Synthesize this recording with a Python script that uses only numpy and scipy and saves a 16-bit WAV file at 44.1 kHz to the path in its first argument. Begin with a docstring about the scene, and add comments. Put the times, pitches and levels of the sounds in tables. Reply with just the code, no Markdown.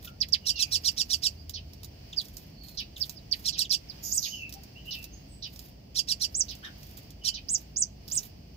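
"""On a roofed terrace, over the rumble of a town, a small caged bird rustles and gives falling tsips,
then a buzzy trill from both sides of its syrinx. A neighbouring bird starts to churr, others whistle
farther off, and a distant engine swells and dies away. Claws strike the wire bars between more tsips
and a short trill. Midway the neighbour hisses and the caged bird gives a high arched whistle. Another
trill follows, the neighbour squawks once, and a run of arched whistles ends the scene."""
import sys
import numpy as np
from scipy import signal
from scipy.fft import rfft, irfft
from scipy.io import wavfile

SR = 44100
rng = np.random.default_rng(int(sys.argv[2]) if len(sys.argv) > 2 else 0)


def generate_wav(sig):
    """Save sig (samples, or channels by samples) to the path in sys.argv[1] as 16-bit PCM at SR."""
    pcm = np.round(np.clip(np.atleast_2d(sig).T, -1, 1) * 32767).astype(np.int16)
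    wavfile.write(sys.argv[1], SR, pcm)


N = 377496

# Spectrum of the traffic, and the dulling of the left side: frequency_hz, gain_db
TRAFFIC_SPECTRUM = [(15, -51.5), (25, -28), (53, 1.5), (124, -6.5), (152, -4), (179, -11), (204, -6.5),
                    (233, -14), (289, -13), (352, -19.5), (389, -20.5), (515, -23.5), (682, -20.5),
                    (1300, -53), (1690, -100), (2860, -120)]
LEFT_SHADE = [(1500, 3.5), (3000, -2), (4000, -2.5), (4800, -18.5), (6000, -8.5), (7800, -4.5),
              (10000, -9.5), (13000, -13)]
# Outdoor hiss, rustles, claw ticks and calls, coloured by the microphone's 4.7 kHz resonance:
# frequency_hz, gain_db
AIR_AT_MIC = [(700, -0.5), (1300, -6), (2900, 3.5), (3800, -5), (4750, 7.5), (5600, 1.5), (6800, -9),
              (8000, -14.5), (10500, -19), (13500, -9.5), (15500, -3)]
RUSTLE_AT_MIC = [(800, -15), (2500, -5), (5000, 0.5), (10000, -8), (13700, 7), (15500, 4)]
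TICK_AT_MIC = [(1000, -15.5), (2200, -12), (5200, 8.5), (10000, -7), (13500, 4.5)]
CALL_AT_MIC = [(1200, -18.5), (2800, -7.5), (4000, -5), (4750, 8.5), (6500, 0.5), (8000, -11),
               (8800, -10.5), (11000, -16.5), (12500, -7), (15500, -17)]
# Likeness of the background at left and right: frequency_hz, correlation
COHERENCE = [(30, 1), (120, 0.9624), (250, 0.907), (600, -0.246), (2000, -0.081)]
# Reflections from cage and wall: delay_s, gain_db
ECHOES = [(.0045, -17), (.0137, -14)]
# Distant bird whistles, plus a faint low horn-like tone and a brief low blip:
# start_s, length_s, level_db, first_hz, last_hz
FAR_TONES = [(0.062, 0.0227, -50, 1453, 1350), (0.403, 0.075, -46, 2912, 2776),
             (0.507, 0.1514, -38.5, 3020, 2373), (1.364, 0.0543, -44.5, 4615, 4997),
             (2.503, 0.243, -49, 4555, 4226), (4.299, 0.0742, -34, 3063, 2845),
             (4.377, 0.0842, -34.5, 2824, 2506), (4.537, 0.047, -53.5, 771.6, 808),
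             (4.746, 0.046, -41.5, 2603, 3122), (4.853, 0.057, -34.5, 2796, 2964),
             (4.906, 0.14, -41, 2742, 2653), (5.115, 0.045, -45.5, 6327, 6523),
             (5.271, 0.11, -53.5, 8500, 7600), (7.211, 0.1144, -37, 2961, 3026)]
# The caged bird's falling notes: start_s, length_s, level_db, first_hz, last_hz
TSIPS = [(0.069, .016, -32, 4015, 1875), (0.2023, 0.03634, -18.5, 6000, 1714),
         (0.321, 0.03444, -14.5, 6003, 1694), (2.124, 0.0145, -26.5, 4055, 2407),
         (2.161, 0.0552, -24, 5250, 3197), (2.959, 0.0153, -27.5, 4040, 2662),
         (2.999, 0.0452, -24, 5844, 3020), (3.156, .036, -44.5, 5445, 3850), (3.31, .034, -20, 5956, 1707),
         (3.643, 0.0178, -25.5, 4028, 2487), (3.693, 0.0416, -21, 5960, 2297),
         (3.883, 0.0386, -39.5, 5580, 3200)]
# The neighbour's hisses: start_s, length_s, level_db, pitch_hz, fade_db_per_s, tilt_db_per_octave
HISSES = [(4.022, 0.195, -31.5, 6759, 28.5, 2.5), (4.213, 0.2293, -27.5, 6465, 127.5, -2.5)]
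# Noise bands of a hiss: pitch_ratio, width_hz, gain_db
HISS_BANDS = [(0.741, 606, 1.5), (0.842, 400, -1), (1, 600, 4), (1.99, 1150, 2.5)]
# Feather movements: start_s, length_s, level_db
RUSTLES = [(0, 0.11, -44.5), (0.264, 1.289, -55.5), (2.123, 0.431, -54.5), (2.575, 0.296, -51),
           (2.942, 0.242, -45.5), (3.284, 0.224, -49), (4.824, 0.261, -49), (5.428, 0.329, -53),
           (6.247, 0.394, -56.5), (6.738, 0.361, -51), (7.451, 0.2, -49), (8.052, 0.26, -41)]
# Firm claw landings, the neighbour's calls and the caged bird's arched whistles: start_s, level_db
LANDINGS = [(0.2857, -35.5), (1.4945, -26.5), (1.7334, -40), (1.8321, -32), (1.8443, -30.5),
            (2.2141, -33.5), (2.283, -40), (2.368, -30.5), (3.0946, -25.5), (4.493, -36), (4.5243, -31.5),
            (4.538, -31.5), (4.6344, -37), (5.0412, -30.5), (5.5914, -31), (7.1047, -39), (8.079, -34.5),
            (8.1529, -29.5)]
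CHURRS = [(.553, -35), (1.533, -35), (2.769, -31), (3.52, -34), (4.222, -30.5), (4.905, -33), (5.42, -34.5),
          (6.48, -35.5), (7.335, -35.5)]
SQUAWKS = [(6.622, -40.5)]
ARCHES = [(4.113, -19.5), (6.342, -21.5), (7.484, -21.5), (7.758, -21), (8.111, -21.5)]
# Runs of evenly spaced buzzes: first_start_s, last_start_s, level_db
TRILLS = [(.451, 1.2175, -25), (3.44, 3.696, -26.5), (5.945, 6.195, -27.5), (7.235, 7.235, -26.5)]
# One row per sounding side of the syrinx: first_hz, top_hz, last_hz, top_s, gain_db, top_gain_db
CHURR_VOICES = [(3630, 4450, 2400, .009, 2, 0), (4940, 5900, 3600, .009, -6, 0)]
SQUAWK_VOICES = [(1452, 1823, 1348, 0.0254, -2.07, 2.6)]
BUZZ_VOICES = [(2653.7, 4230, 2500, .0245, -1, 5.5), (4750, 6050, 4250, .027, -1, -13)]
ARCH_VOICES = [(4300, 8130, 4534, 0.0485, -0.88, 5.5)]

# Note shapes; bends above 1 round the top of the pitch arch
CHURR_FORM = dict(length_s=.052, attack_s=.00418, release_s=.00414, swell_db=-1, bends=(1.217, .9))
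SQUAWK_FORM = dict(length_s=.07594, attack_s=.008, release_s=.0185, swell_db=0, bends=(1.257, 1.137))
BUZZ_FORM = dict(length_s=.06001, attack_s=.01853, release_s=.00373, swell_db=2, bends=(1, 1.2))
ARCH_FORM = dict(length_s=.07735, attack_s=.01203, release_s=.00983, swell_db=5.5, bends=(3.1, 1.473))
QUIET_DB = -23  # depth of a note's attack and release


def amp(db):
    return 10 ** (np.asarray(db) / 20)


def unit_rms(x):
    return x / np.sqrt(np.mean(abs(x) ** 2) + 1e-20)


def per_bin(points):
    """Interpolates a curve over log frequency at each Fourier bin."""
    hz, value = np.transpose(points)
    return np.interp(np.log(np.fft.rfftfreq(N, 1 / SR) + 1), np.log(hz + 1), value)


def add(mix, start_s, sound):
    part = mix[max(round(start_s * SR), 0):][:len(sound)]
    part += sound[:len(part)]


def colour(x, spectrum):
    """Linear filtering: multiplication in the frequency domain."""
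    return irfft(rfft(x) * amp(per_bin(spectrum)), N)


def wander(n, hz):
    """Low-passed noise: smooth random motion of unit RMS."""
    lowpass = signal.butter(2, min(hz, SR / 4), fs=SR, output="sos")
    return unit_rms(signal.sosfilt(lowpass, rng.standard_normal(n + SR // 10))[-n:])


def town(rumble_db=-49.5, air_db=-56, air_left_db=-3):
    """Partial coherence: traffic rumble is alike on both sides in the bass, under a faint outdoor hiss."""
    common, separate = rfft(rng.standard_normal((2, N)))
    likeness = np.clip(per_bin(COHERENCE), -1, 1)
    pair = irfft(np.array([common, likeness * common + np.sqrt(1 - likeness ** 2) * separate]), N)
    rumble = amp(rumble_db + .3068 * wander(N, 12.6)) * unit_rms(colour(pair, TRAFFIC_SPECTRUM))
    air = amp(air_db + 1.83 * wander(N, 1.8)) * unit_rms(colour(pair, AIR_AT_MIC))
    return rumble + amp([[air_left_db], [0]]) * air


def engine(hz=78.96, db=-52):
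    """Random modulation of a low tone: a distant engine drones unsteadily and dies away."""
    phase = 2 * np.pi * np.cumsum(hz * (1 + .0546 * wander(N, 9.56))) / SR
    swell_db = np.interp(np.arange(N) / SR, [0, .6, 1.6, 2.3, 4], [-7.5, 1.5, 4.5, -11.5, -21.5])
    return amp(db + swell_db + 2.45 * wander(N, 8.8)) * np.sin(phase)


def voice(hz, db, jitter, flutter_hz, drift=.00927, shimmer_db=3):
    """An unsteady oscillator: a phasor with random frequency and amplitude modulation."""
    n = len(hz)
    unsteady = 1 + jitter * wander(n, flutter_hz) + drift * wander(n, 41)
    phase = 2 * np.pi * np.cumsum(hz * unsteady) / SR
    edges = np.clip(np.minimum(np.arange(n), np.arange(n)[::-1]) / SR * 1000, 0, 1)  # 1 ms ramps
    return edges * amp(db + shimmer_db * wander(n, flutter_hz / 2)) * np.exp(1j * phase)


def far_tones(edge_db=-14):
    """Frequency modulation: distant bird whistles, a horn-like tone and a low blip glide and warble."""
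    out = np.zeros(N)
    for start_s, length_s, db, first_hz, last_hz in FAR_TONES:
        progress = np.linspace(0, 1, round(length_s * SR))
        hz = first_hz + (last_hz - first_hz) * progress
        level_db = db + edge_db * abs(2 * progress - 1)
        add(out, start_s, voice(hz, level_db, jitter=.02, flutter_hz=160).real)
    return out


def arched(events, sides, length_s, attack_s, release_s, swell_db, bends):
    """Pitch and level contours of notes that climb and fall: (start_s, [(hz, db) of each voice])."""
    t = np.arange(0, length_s, 1 / SR)
    ends = np.maximum(1 - t / attack_s, 0) + np.maximum(1 - (length_s - t) / release_s, 0)
    envelope_db = QUIET_DB * ends + swell_db * t / length_s
    notes = []
    for start_s, db in events:
        detune, stray_db = rng.normal(0, [.011965, .8767])  # no two notes are quite alike
        voices = []
        for first_hz, top_hz, last_hz, top_s, side_db, top_db in sides:
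            before = np.maximum(1 - t / top_s, 0)
            after = np.maximum((t - top_s) / (length_s - top_s), 0)
            hz = top_hz + (first_hz - top_hz) * before ** bends[0] + (last_hz - top_hz) * after ** bends[1]
            near_top = np.exp((hz / top_hz - 1) / .03)  # within about 3% of the top pitch
            voices.append((hz * (1 + detune), db + stray_db + side_db + envelope_db + top_db * near_top))
        notes.append((start_s, voices))
    return notes


def syrinx(notes, second_db, third_db, rasp_db, jitter, flutter_hz, fray_rad=0):
    """Nonlinear mixing: voices sharing one airway gain overtones and sum tones; turbulence adds rasp."""
    out = np.zeros(N)
    for start_s, voices in notes:
        wave = sum(voice(hz, db, jitter, flutter_hz) for hz, db in voices)
        n, rms = len(wave), np.sqrt(np.mean(abs(wave) ** 2))
        onset_chaos = fray_rad * np.linspace(1, 0, n) ** 6 * wander(n, 1655)  # soon settles
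        wave = wave / rms * np.exp(1j * onset_chaos)
        tone = (wave + amp(second_db) * wave ** 2 + amp(third_db) * wave ** 3).real
        turbulence = unit_rms(np.diff(rng.standard_normal(n + 2), 2))  # lies above the voices
        add(out, start_s, rms * (tone + amp(rasp_db) * abs(wave) * turbulence))
    return out


def neighbour_hiss(ramp_s=.0149, sag_hz_per_s=810):
    """Narrow-band noise: breathy bands start quickly, then fade and sink in pitch together."""
    out = np.zeros(N)
    for start_s, length_s, db, hz, fade_db_per_s, tilt_db in HISSES:
        t = np.arange(0, length_s, 1 / SR)
        phase = 2 * np.pi * np.cumsum(hz - sag_hz_per_s * t) / SR
        bands = np.zeros(len(t))
        for ratio, width_hz, band_db in HISS_BANDS:
            band = sum(wander(len(t), width_hz / 2) * wave(ratio * phase) for wave in (np.cos, np.sin))
            bands += amp(band_db + tilt_db * np.log2(ratio)) * band
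        edges = np.minimum(np.minimum(t, length_s - t) / ramp_s, 1)
        add(out, start_s, edges * amp(db - fade_db_per_s * t) * unit_rms(bands))
    return out


def neighbour_calls():
    """Strong jitter broadens each partial: rough two-voiced churrs and one hoarse nasal squawk."""
    churrs = syrinx(arched(CHURRS, CHURR_VOICES, **CHURR_FORM),
                    second_db=-44.5, third_db=-57, rasp_db=-24.5, jitter=.07, flutter_hz=900)
    squawk = syrinx(arched(SQUAWKS, SQUAWK_VOICES, **SQUAWK_FORM),
                    second_db=-3.5, third_db=-15, rasp_db=-14, jitter=.075, flutter_hz=700)
    return colour(churrs, CALL_AT_MIC) + squawk


def feathers(grain_db=6, grain_hz=45):
    """Amplitude-modulated noise: uneven swishes as the bird flits between perches."""
    out = np.zeros(N)
    for start_s, length_s, db in RUSTLES:
        n = round(length_s * SR)
        swish = unit_rms(rng.standard_normal(n) * amp(grain_db * wander(n, grain_hz)))
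        add(out, start_s, amp(db) * signal.windows.tukey(n, .7) * swish)
    return colour(out, RUSTLE_AT_MIC)


def claws(trim_db=-1, t60_s=.0242, touches_per_s=3, touch_db=-37):
    """Impact excitation: each touch shakes many wires at once in a bright, fast-decaying burst."""
    out, t = np.zeros(N), np.arange(SR // 8) / SR
    # lighter touches come by chance while the bird moves
    touches = [(start_s + length_s * when, touch_db) for start_s, length_s, _ in RUSTLES
               for when, chance in rng.random((8, 2)) if 8 * chance < touches_per_s * length_s]
    for start_s, db in LANDINGS + touches:
        add(out, start_s, amp(db + trim_db - 60 * t / t60_s) * rng.standard_normal(len(t)))
    return colour(out, TICK_AT_MIC)


def dives(bend=1.45, attack_s=.00166):
    """Power-law sweeps: each one-voiced tsip falls ever faster and is loudest part-way down."""
    notes = []
    for start_s, length_s, db, first_hz, last_hz in TSIPS:
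        progress = np.linspace(0, 1, round(length_s * SR))
        hz = first_hz + (last_hz - first_hz) * progress ** bend
        swell_db = np.interp(progress, [0, .409, 1], [-20.5, 0, -9])
        attack_db = QUIET_DB * np.maximum(1 - progress * length_s / attack_s, 0)
        notes.append((start_s, [(hz, db + swell_db + attack_db)]))
    return notes


def caged_bird(trill_step_s=.127):
    """Biphonation: buzzes use both sides of the syrinx; one-voiced whistles and tsips are nearly pure."""
    beats = [(start_s, db) for first_s, last_s, db in TRILLS
             for start_s in np.linspace(first_s, last_s, round((last_s - first_s) / trill_step_s) + 1)]
    buzzes = syrinx(arched(beats, BUZZ_VOICES, **BUZZ_FORM),
                    second_db=-5.5, third_db=-23, rasp_db=-2.5, jitter=.009, flutter_hz=900, fray_rad=3.8)
    whistles = syrinx(arched(ARCHES, ARCH_VOICES, **ARCH_FORM),
                      second_db=-27, third_db=-93, rasp_db=-40, jitter=.0031, flutter_hz=581)
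    tsips = syrinx(dives(), second_db=-20.5, third_db=-73, rasp_db=-15.5,
                   jitter=.0051, flutter_hz=704, fray_rad=.99)
    return colour(buzzes + whistles + tsips, CALL_AT_MIC)


def terrace(x, direct_db, early, late, right_lag_s=.00029):
    """Reverberation: cages and roof scatter early, houses late; each decay is (level_db, t60_s)."""
    t = np.arange(SR * 3 // 4) / SR
    decay = sum(amp(db - 60 * t / t60_s) * np.sqrt(np.log(1e6) / (SR * t60_s))
                for db, t60_s in (early, late))
    build_up = np.clip(t / .00492, 0, 1)
    response = rng.standard_normal((2, len(t))) * decay * build_up
    for delay_s, db in [(.00044, .12)] + ECHOES:  # direct path, then reflections
        add(response[0], delay_s, amp([direct_db + db]))
        add(response[1], delay_s + right_lag_s, amp([direct_db + db]))
    left, right = signal.fftconvolve(x[None], response, axes=1)[:, :N]
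    return np.array([colour(left, LEFT_SHADE), right])


def scene():
    """Superposition: the farther the source, the more reverberation outweighs its direct sound."""
    near = terrace(caged_bird() + claws() + feathers(), direct_db=-1, early=(-3.5, .071), late=(-27.5, .292))
    beside = terrace(neighbour_calls() + neighbour_hiss(), direct_db=-6, early=(1, .0984), late=(-22, .66))
    far = terrace(far_tones(), direct_db=-8, early=(2, .174), late=(-16.5, .89))
    return near + beside + far + town() + engine()


def record(dry):
    """Band limiting: a linear-phase low-pass cuts off at 15.6 kHz."""
    lowpass = signal.firwin(401, 15600, window=("kaiser", 9), fs=SR)
    return signal.oaconvolve(dry, lowpass[None], "same", axes=1)


dry = scene()
out = record(dry)
generate_wav(out)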